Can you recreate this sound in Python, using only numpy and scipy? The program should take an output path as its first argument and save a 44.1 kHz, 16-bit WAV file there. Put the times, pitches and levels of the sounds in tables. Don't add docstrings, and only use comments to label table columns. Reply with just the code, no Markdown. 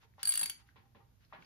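import sys
import numpy as np
from scipy import signal
from scipy.fft import rfft, irfft, next_fast_len
from scipy.io import wavfile

SR = 44100
rng = np.random.default_rng(int(sys.argv[2]) if len(sys.argv) > 2 else 0)


def attenuation_scalar(level_db):
    decades = np.asarray(level_db, float) / 20
    return 10 ** decades


def output_pcm(signal):
    pcm = np.clip(np.atleast_2d(signal).T, -1, 1) * 32767
    wavfile.write(sys.argv[1], SR, np.round(pcm).astype(np.int16))


N = 63945

# (time [s], crack level [dB], thud level [dB], low bar mode level [dB], high bar mode level [dB])
PAWL_DROPS = [(0.23, -30.5, -42.5, -40.5, -36), (0.2534, -30.5, -46.5, -45, -36.5),
              (0.2723, -30, -39, -47, -34), (0.2897, -30.5, -39, -48, -30.5),
              (0.3062, -32, -50.5, -48, -51.5), (0.322, -28.5, -46, -52, -42),
              (0.3383, -29.5, -47.5, -46, -41.5), (0.3546, -25.5, -49.5, -52, -50),
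              (0.374, -29.5, -42, -54.5, -34), (.3930, -29.5, -49, -48.5, -39),
              (0.4122, -27, -43, -46.5, -36), (0.4308, -27, -39.5, -44.5, -31.5),
              (0.458, -29.5, -40.5, -45.5, -50), (0.4967, -29, -40, -48, -44.5)]
DROP_THUD_HZ = [1600, 1720, 1650, 1780, 2200, 2260, 2000, 1780, 2050, 1990, 1360, 2870, 1920, 3000]
# (rise [s], ring length [share of usual], beat phase [rad], thud spacing [s])
DROP_RING = [(0.0031, 0.31, 1.1, .0013), (.001, 0.56, 0.084, 0.0012), (.001, 1.3, 1, .0012),
             (0.0015, 1, 0, .0013), (0.00048, 1., 1.5, 0.0019), (.001, 0.49, 0.17, .001),
             (.001, .8, 1.8, 0.0017), (.001, 1.1, 2.3, 0.0015), (.001, 0.7, 0.23, .001),
             (.002, 1., 0.26, 0.0011), (.002, 0.64, 0, .001), (0.0022, 0.58, 1.2, 0.00074),
             (0.00071, 0.53, 2.5, 0.0019), (0.0015, 0.56, 2., .0013)]
# (frequency [Hz], level [dB per Hz])
CRACK_COLOUR = [(700, -29), (1500, -13.5), (3000, -6), (6000, -7.5), (8000, 3.5), (10500, 0), (13000, -9.5),
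                (16000, -18)]
# (frequency [Hz], level [dB], T60 [s])
HEAD_MODES = [(1387, -5.5, 0.018), (1647, -1.5, 0.011), (2200, 5.5, 0.0096), (2700, -0.5, 0.012),
              (3100, 1.5, 0.016), (3460, -1, 0.016), (6000, 0.5, 0.0061)]
# (frequency [Hz], level [dB], T60 [s])
LOW_BAR_MODES = [(4538, -12.5, .06), (4584, 2.5, 0.12), (4740, -14, 0.062), (4540, -6.5, 0.18)]
# (frequency [Hz], level [dB], T60 [s])
HIGH_BAR_MODES = [(9358, -10, 0.058), (9453, 4.5, 0.047), (9443, -9.5, 0.16), (9415, -13.5, .04),
                  (10500, -13, .02), (9870, -7.5, .02), (7500, -33, .05)]
# (frequency [Hz], level [dB], T60 [s])
TOP_BAR_MODES = [(15380, -17, .03), (15140, -22, .03)]
# (time [s], level [dB], centre [Hz], top [Hz], room send [dB])
KNOCKS = [(0.03, -66.5, 1310, 6240, 3), (.182, -59.5, 1001, 2500, 5.5), (0.195, -47.5, 2400, 6160, 1),
          (.415, -56.5, 920, 1520, -12), (.425, -60, 221, 356, 1.5), (.76, -72.5, 333, 600, 9.5),
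          (0.759, -58, 1800, 4880, 6.5), (0.599, -72.5, 1500, 3000, 4), (.855, -70.5, 1800, 3520, -0.5),
          (0.949, -60, 1790, 4450, 5.5), (0.953, -70, 302, 870, 10), (1.003, -67, 1190, 2500, -6),
          (1.3247, -53, 1224, 2510, 11), (1.329, -54.5, 2200, 3350, 9), (1.335, -64, 255, 503, 4),
          (.235, -69, 260, 350, 6), (1.387, -63.5, 200, 350, 2)]
# (frequency [Hz], level [dB], T60 [s])
BLOCK_MODES = [(252, -22.5, 0.24), (643, 2, 0.044), (794.2, -4.5, 0.26), (910, -4.5, 0.2), (920, -1, 0.27),
               (1046, 0.5, 0.15), (1142, 4, 0.045), (1406, 0, 0.055), (1910, -6.5, 0.13)]
# (time
# [s], level [dB], frequency [Hz], T60 [s], rise [s])
RINGING_TONES = [(.045, -63.5, 449, 0.077, 0.0062), (.272, -47, 1720, 0.022, 0.00087),
                 (0.43, -37, 2650, .03, 0.00058), (0.429, -46, 3100, 0.034, .0007),
                 (.4965, -43, 3280, 0.032, 0.00061), (.4965, -42.5, 2218, .05, 0.00052),
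                 (.50, -60.5, 2265, 0.28, .005), (.505, -71, 3510, 0.29, .005), (0.508, -72, 2720, 0.43, .01),
                 (.52, -71, 1954, 0.44, 0.011), (.688, -70, 279.5, 0.057, 0.0037),
                 (.778, -66.5, 216, .12, 0.0051), (.952, -63, 209.4, 0.086, .004),
                 (.615, -72.5, 800, 0.33, .01), (0.761, -63, 1048, .15, .003), (.762, -70, 2300, .08, 0.0012),
                 (.78, -74, 2540, 0.094, .004), (.832, -68.5, 793, .25, 0.0071),
                 (.62, -76.5, 1230, 0.28, .01), (0.948, -68, 1050, 0.14, 0.0022),
                 (.948, -61, 1752, 0.043, 0.0019), (0.954, -75, 481, 0.22, .004),
                 (.962, -64.5, 803, 0.29, 0.0071), (1.0, -73, 795, 0.24, .008),
                 (1.002, -67.5, 1196, 0.14, 0.0031), (1.006, -72, 433, 0.09, 0.0031),
                 (1.3251, -38.5, 1173, .011, 0.00069), (1.33, -52.5, 630, 0.12, .003),
                 (1.354, -57, 1124, 0.17, 0.0058), (1.4244, -54.5, 1500, 0.018, 0.00061),
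                 (1.4248, -60.5, 4600, .012, 0.00048), (1.425, -51.5, 2243, 0.018, 0.00073)]
# (time [s], level [dB], frequency [Hz], T60 [s])
TICKS = [
    (0.138, -64, 1850, 0.011),
    (0.674, -68.5, 10900, 0.0061),
    (0.6893, -56, 1600, 0.019),
    (1.114, -76.5, 1443, 0.017),
    (1.249, -62, 4300, 0.0089),
    (1.423, -54, 2690, 0.011),
    (1.446, -61.5, 4730, 0.06),
]
# (start [s], length [s], level [dB])
GLOVE_RUBS = [
    (0.0, 0.066, -67.5),
    (0.169, 0.38, -55),
    (0.572, 0.063, -68),
    (0.647, 0.081, -74.5),
    (1.195, 0.08, -73),
    (1.287, 0.082, -74),
    (1.385, 0.09, -68),
]
# (frequency [Hz], level [dB per Hz])
GLOVE_COLOUR = [(300, -10), (800, -9), (1400, -1), (3000, -3.5), (6000, -12), (12000, -24)]
# (frequency [Hz], T60 [s])
ROOM_T60 = [(200, 0.34), (1000, 0.4), (3000, 0.23), (8000, 0.26), (12000, 0.19), (15500, 0.071)]
# (frequency [Hz], level [dB per Hz])
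FLOOR_COLOUR = [(30, -13), (60, 3.5), (120, 0.5), (170, -5.5), (500, -20), (2000, -26.5), (6000, -30),
                (14200, -31), (14800, -55.5)]
# (frequency [Hz], level [dB])
HUM_LINES = [(60, -79), (92, -76.5), (118, -73.5), (240, -88)]
# (frequency [Hz], left-right phase [rad])
PORT_TURN = [(100, .05), (1000, .6), (4600, 1.5), (7500, 3.0), (8900, 3.3), (11300, 6.0), (14400, 6.5),
             (15400, 8.4)]
# (frequency [Hz], level [dB])
APART = [(60, -3), (300, -4.5), (700, 3), (2500, 0), (4600, 0), (6300, -1), (7300, -5.5), (7800, -24.5),
         (10000, -10), (15000, -22)]
# (frequency [Hz], left over right [dB])
LEFT_RIGHT = [(60, -3), (180, -5), (550, 1), (1650, 0.5), (4970, 0), (15000, 2.5)]


def at_hz(points, hz):
    curve_hz, value = np.array(points).T
    return np.interp(np.log(hz + 1), np.log(curve_hz), value)


def rms_one(x):
    return x / np.sqrt(np.mean(x ** 2) + 1e-20)


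def sos_filter(x, order, hz, kind="low"):
    return signal.sosfilt(signal.butter(order, hz, kind, fs=SR, output="sos"), x)


def colour(x, spectrum):
    size = x.shape[-1]
    return irfft(rfft(x) * attenuation_scalar(at_hz(spectrum, np.fft.rfftfreq(size, 1 / SR))), size)


def clicks(s, gain):
    out = np.full(N, 1e-18)
    places = np.clip((np.asarray(s) * SR).astype(int), 0, N - 1)
    np.add.at(out, places, gain)
    return out


def ring(x, hz, t60):
    r, w = attenuation_scalar(-60 / (t60 * SR)), 2 * np.pi * hz / SR
    return signal.lfilter([0, np.sin(w)], [1, -2 * r * np.cos(w), r * r], x)


def decay(x, t60):
    return signal.lfilter([1], [1, -attenuation_scalar(-60 / (t60 * SR))], x)


def ratchet():
    bounce_s, bounce_loss_db, thud_loss_db, spread_db = 0.0011, 3.5, 6, 1.5
    crack_t60_s, crack_db, thud_db = 0.0059, 4, 0.5
    octave_loss_db = 18.0
    s, crack, thud = np.transpose(PAWL_DROPS)[:3, :, None]
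    k = np.arange(4)
    shape = (len(s), 4)

    when = s + bounce_s * k * rng.uniform(0.43, 1.4, shape)
    uneven = spread_db * rng.standard_normal(shape)
    size = attenuation_scalar(crack + crack_db - bounce_loss_db * k + uneven)
    out = decay(clicks(when.ravel(), size.ravel()), crack_t60_s)
    out = colour(out * rng.choice([-1, 1], N), CRACK_COLOUR)

    later = (s + 0.0006 + np.array(DROP_RING)[:, 3:] * k).ravel()
    for hz, mode_db, t60 in HEAD_MODES:
        away = octave_loss_db * np.abs(np.log2(hz / np.array(DROP_THUD_HZ)))[:, None]
        uneven = spread_db * rng.standard_normal(shape)
        size = attenuation_scalar(thud + thud_db + mode_db - away - thud_loss_db * k + uneven)
        out += ring(clicks(later, size.ravel()), hz, t60)
    return sos_filter(out, 4, 1200, "high")


def bar():
    bar_db, high_bar_db = 8, -2
    flutter_db, flutter_hz = 2.5, 89.4
    swing_rad = 0.63
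    s, crack, _, low, high = np.transpose(PAWL_DROPS)
    rise, length, beat, _ = np.transpose(DROP_RING)
    t, out = np.arange(N) / SR, 0
    last = np.clip(np.searchsorted(s, t) - 1, 0, None)
    since = np.maximum(t - s[last], 0)
    attack = 1 - np.exp(-since / rise[last])
    swing = (swing_rad * rng.uniform(-1.2, 1, len(s)) * [[1], [-1]])[:, last]
    groups = (
        (LOW_BAR_MODES, low, swing, beat[last]),
        (HIGH_BAR_MODES, high + high_bar_db, 0, 0),
        (TOP_BAR_MODES, crack, 0, 0),
    )
    for modes, db, turn, offset in groups:
        flutter = flutter_db * rms_one(sos_filter(rng.standard_normal(N), 2, flutter_hz))
        for k, (hz, mode_db, t60) in enumerate(modes):
            fall = 60 * since / (t60 * length[last])
            level = db[last] + bar_db + mode_db - fall + flutter
            out = out + attenuation_scalar(level) * attack * np.sin(2 * np.pi * hz * since + turn + k * offset)
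    return sos_filter(out, 2, 3000, "high")


def knocks():
    half_width_octaves, block_db = 0.91, -10
    direct, send = np.zeros(N), np.zeros(N)
    for s, db, hz, top_hz, room_db in KNOCKS:
        edges = hz * 2 ** (half_width_octaves * np.array([-1., 1.]))
        burst = sos_filter(clicks([s], 0.88), 2, edges, "band")
        burst = sos_filter(burst, 3, top_hz)
        burst *= attenuation_scalar(db) / np.abs(burst).max()
        direct += burst
        send += burst * attenuation_scalar(room_db + 15)
    body = 0
    for hz, db, t60 in BLOCK_MODES:
        body = body + attenuation_scalar(block_db + db) * hz / SR * 3.8 * ring(direct, hz, t60)
    return direct + body, send + body


def ringing_tones():
    t, out = np.arange(N) / SR, 0
    for s, db, hz, t60, rise in RINGING_TONES:
        since = np.maximum(t - s, 0)
        pair = np.sin(2 * np.pi * hz * since) + 0.4 * np.sin(2 * np.pi * hz * 1.035 * since)
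        out = out + attenuation_scalar(db - 60 * since / t60) * (1 - np.exp(-since / rise)) * pair
    return out


def ticks():
    out = 0
    for s, db, hz, t60 in TICKS:
        tap = clicks([s], 1.)
        pair = ring(tap, hz, t60) + 0.7 * ring(tap, hz * 1.17, t60)
        out = out + attenuation_scalar(db) * sos_filter(pair, 2, [hz / 1.3, hz * 1.5], "band")
    return out


def glove():
    t, stroke = np.arange(N) / SR, 0
    for s, length, db in GLOVE_RUBS:
        stroke = stroke + attenuation_scalar(db) * np.sin(np.pi * np.clip((t - s) / length, 0, 1))
    grains = rng.standard_normal((2, N)) * attenuation_scalar(1.1 * np.minimum(rng.exponential(1, N), 5))
    return stroke * rms_one(colour(grains, GLOVE_COLOUR))


def scatter(x):
    level_db, t60 = -1, 0.036
    t = np.arange(SR // 20) / SR
    cloud = rng.standard_normal((2, len(t))) * attenuation_scalar(-60 * t / t60) * np.sqrt(14 / t60 / SR)
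    return attenuation_scalar(level_db) * signal.fftconvolve(x[None], cloud, axes=1)[:, :N]


def room(x):
    level_db, delay_s, build_s = -8.5, 0.0028, 0.0026
    t, tail = np.arange(SR // 2) / SR, 0
    for hz in 180 * 2. ** np.arange(0, 7, .5):
        edges = [hz / 1.19, min(hz * 1.19, .48 * SR)]
        t60 = at_hz(ROOM_T60, hz)
        band = sos_filter(rng.standard_normal((2, len(t))), 2, edges, "band")
        tail = tail + band * attenuation_scalar(-60 * t / t60) * np.sqrt(14 / t60 / SR)
    tail = tail * np.clip((t - delay_s) / build_s, 0, 1)
    return attenuation_scalar(level_db) * signal.fftconvolve(x[None], tail, axes=1)[:, :N]


def floor():
    out = attenuation_scalar(-69) * rms_one(colour(rng.standard_normal((2, N)), FLOOR_COLOUR))
    for hz, db in HUM_LINES:
        line = ring(rng.standard_normal(N + SR), hz, 0.3)[SR:]
        out += attenuation_scalar(db) * rms_one(line)
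    return out


def scene():
    pawl, steel, taps, tones = ratchet(), bar(), ticks(), ringing_tones()
    direct, send = knocks()
    steel_mono = steel.mean(axis=0)
    echoes = scatter(pawl + direct + attenuation_scalar(-11.5) * steel_mono)
    wet = pawl + attenuation_scalar(3.5) * steel_mono + send + attenuation_scalar(2.0) * taps + attenuation_scalar(-8) * tones
    near = pawl + steel + taps + tones + direct
    return near + echoes + np.sqrt(2) * room(wet) + glove() + floor()


def roll_off(x):
    return signal.sosfilt(signal.butter(12, 16810, fs=SR, output="sos"), x)


def record(dry):
    cutoff_hz = 16750
    size = next_fast_len(N + 4096)
    hz = np.fft.rfftfreq(size, 1 / SR)
    left, right = rfft(dry, size)
    shared = (left + right) / 2
    apart = (left - right) / 2 * attenuation_scalar(at_hz(APART, hz))
    turn = np.exp(.5j * at_hz(PORT_TURN, hz)) * attenuation_scalar(at_hz(LEFT_RIGHT, hz) / 2)
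    pair = irfft(np.array([(shared + apart) * turn, (shared - apart) / turn]), size)[:, :N]
    steep = signal.cheby2(12, 70, cutoff_hz + 400, fs=SR, output="sos")
    return roll_off(signal.sosfilt(steep, pair))


dry = scene()
out = record(dry)
output_pcm(out)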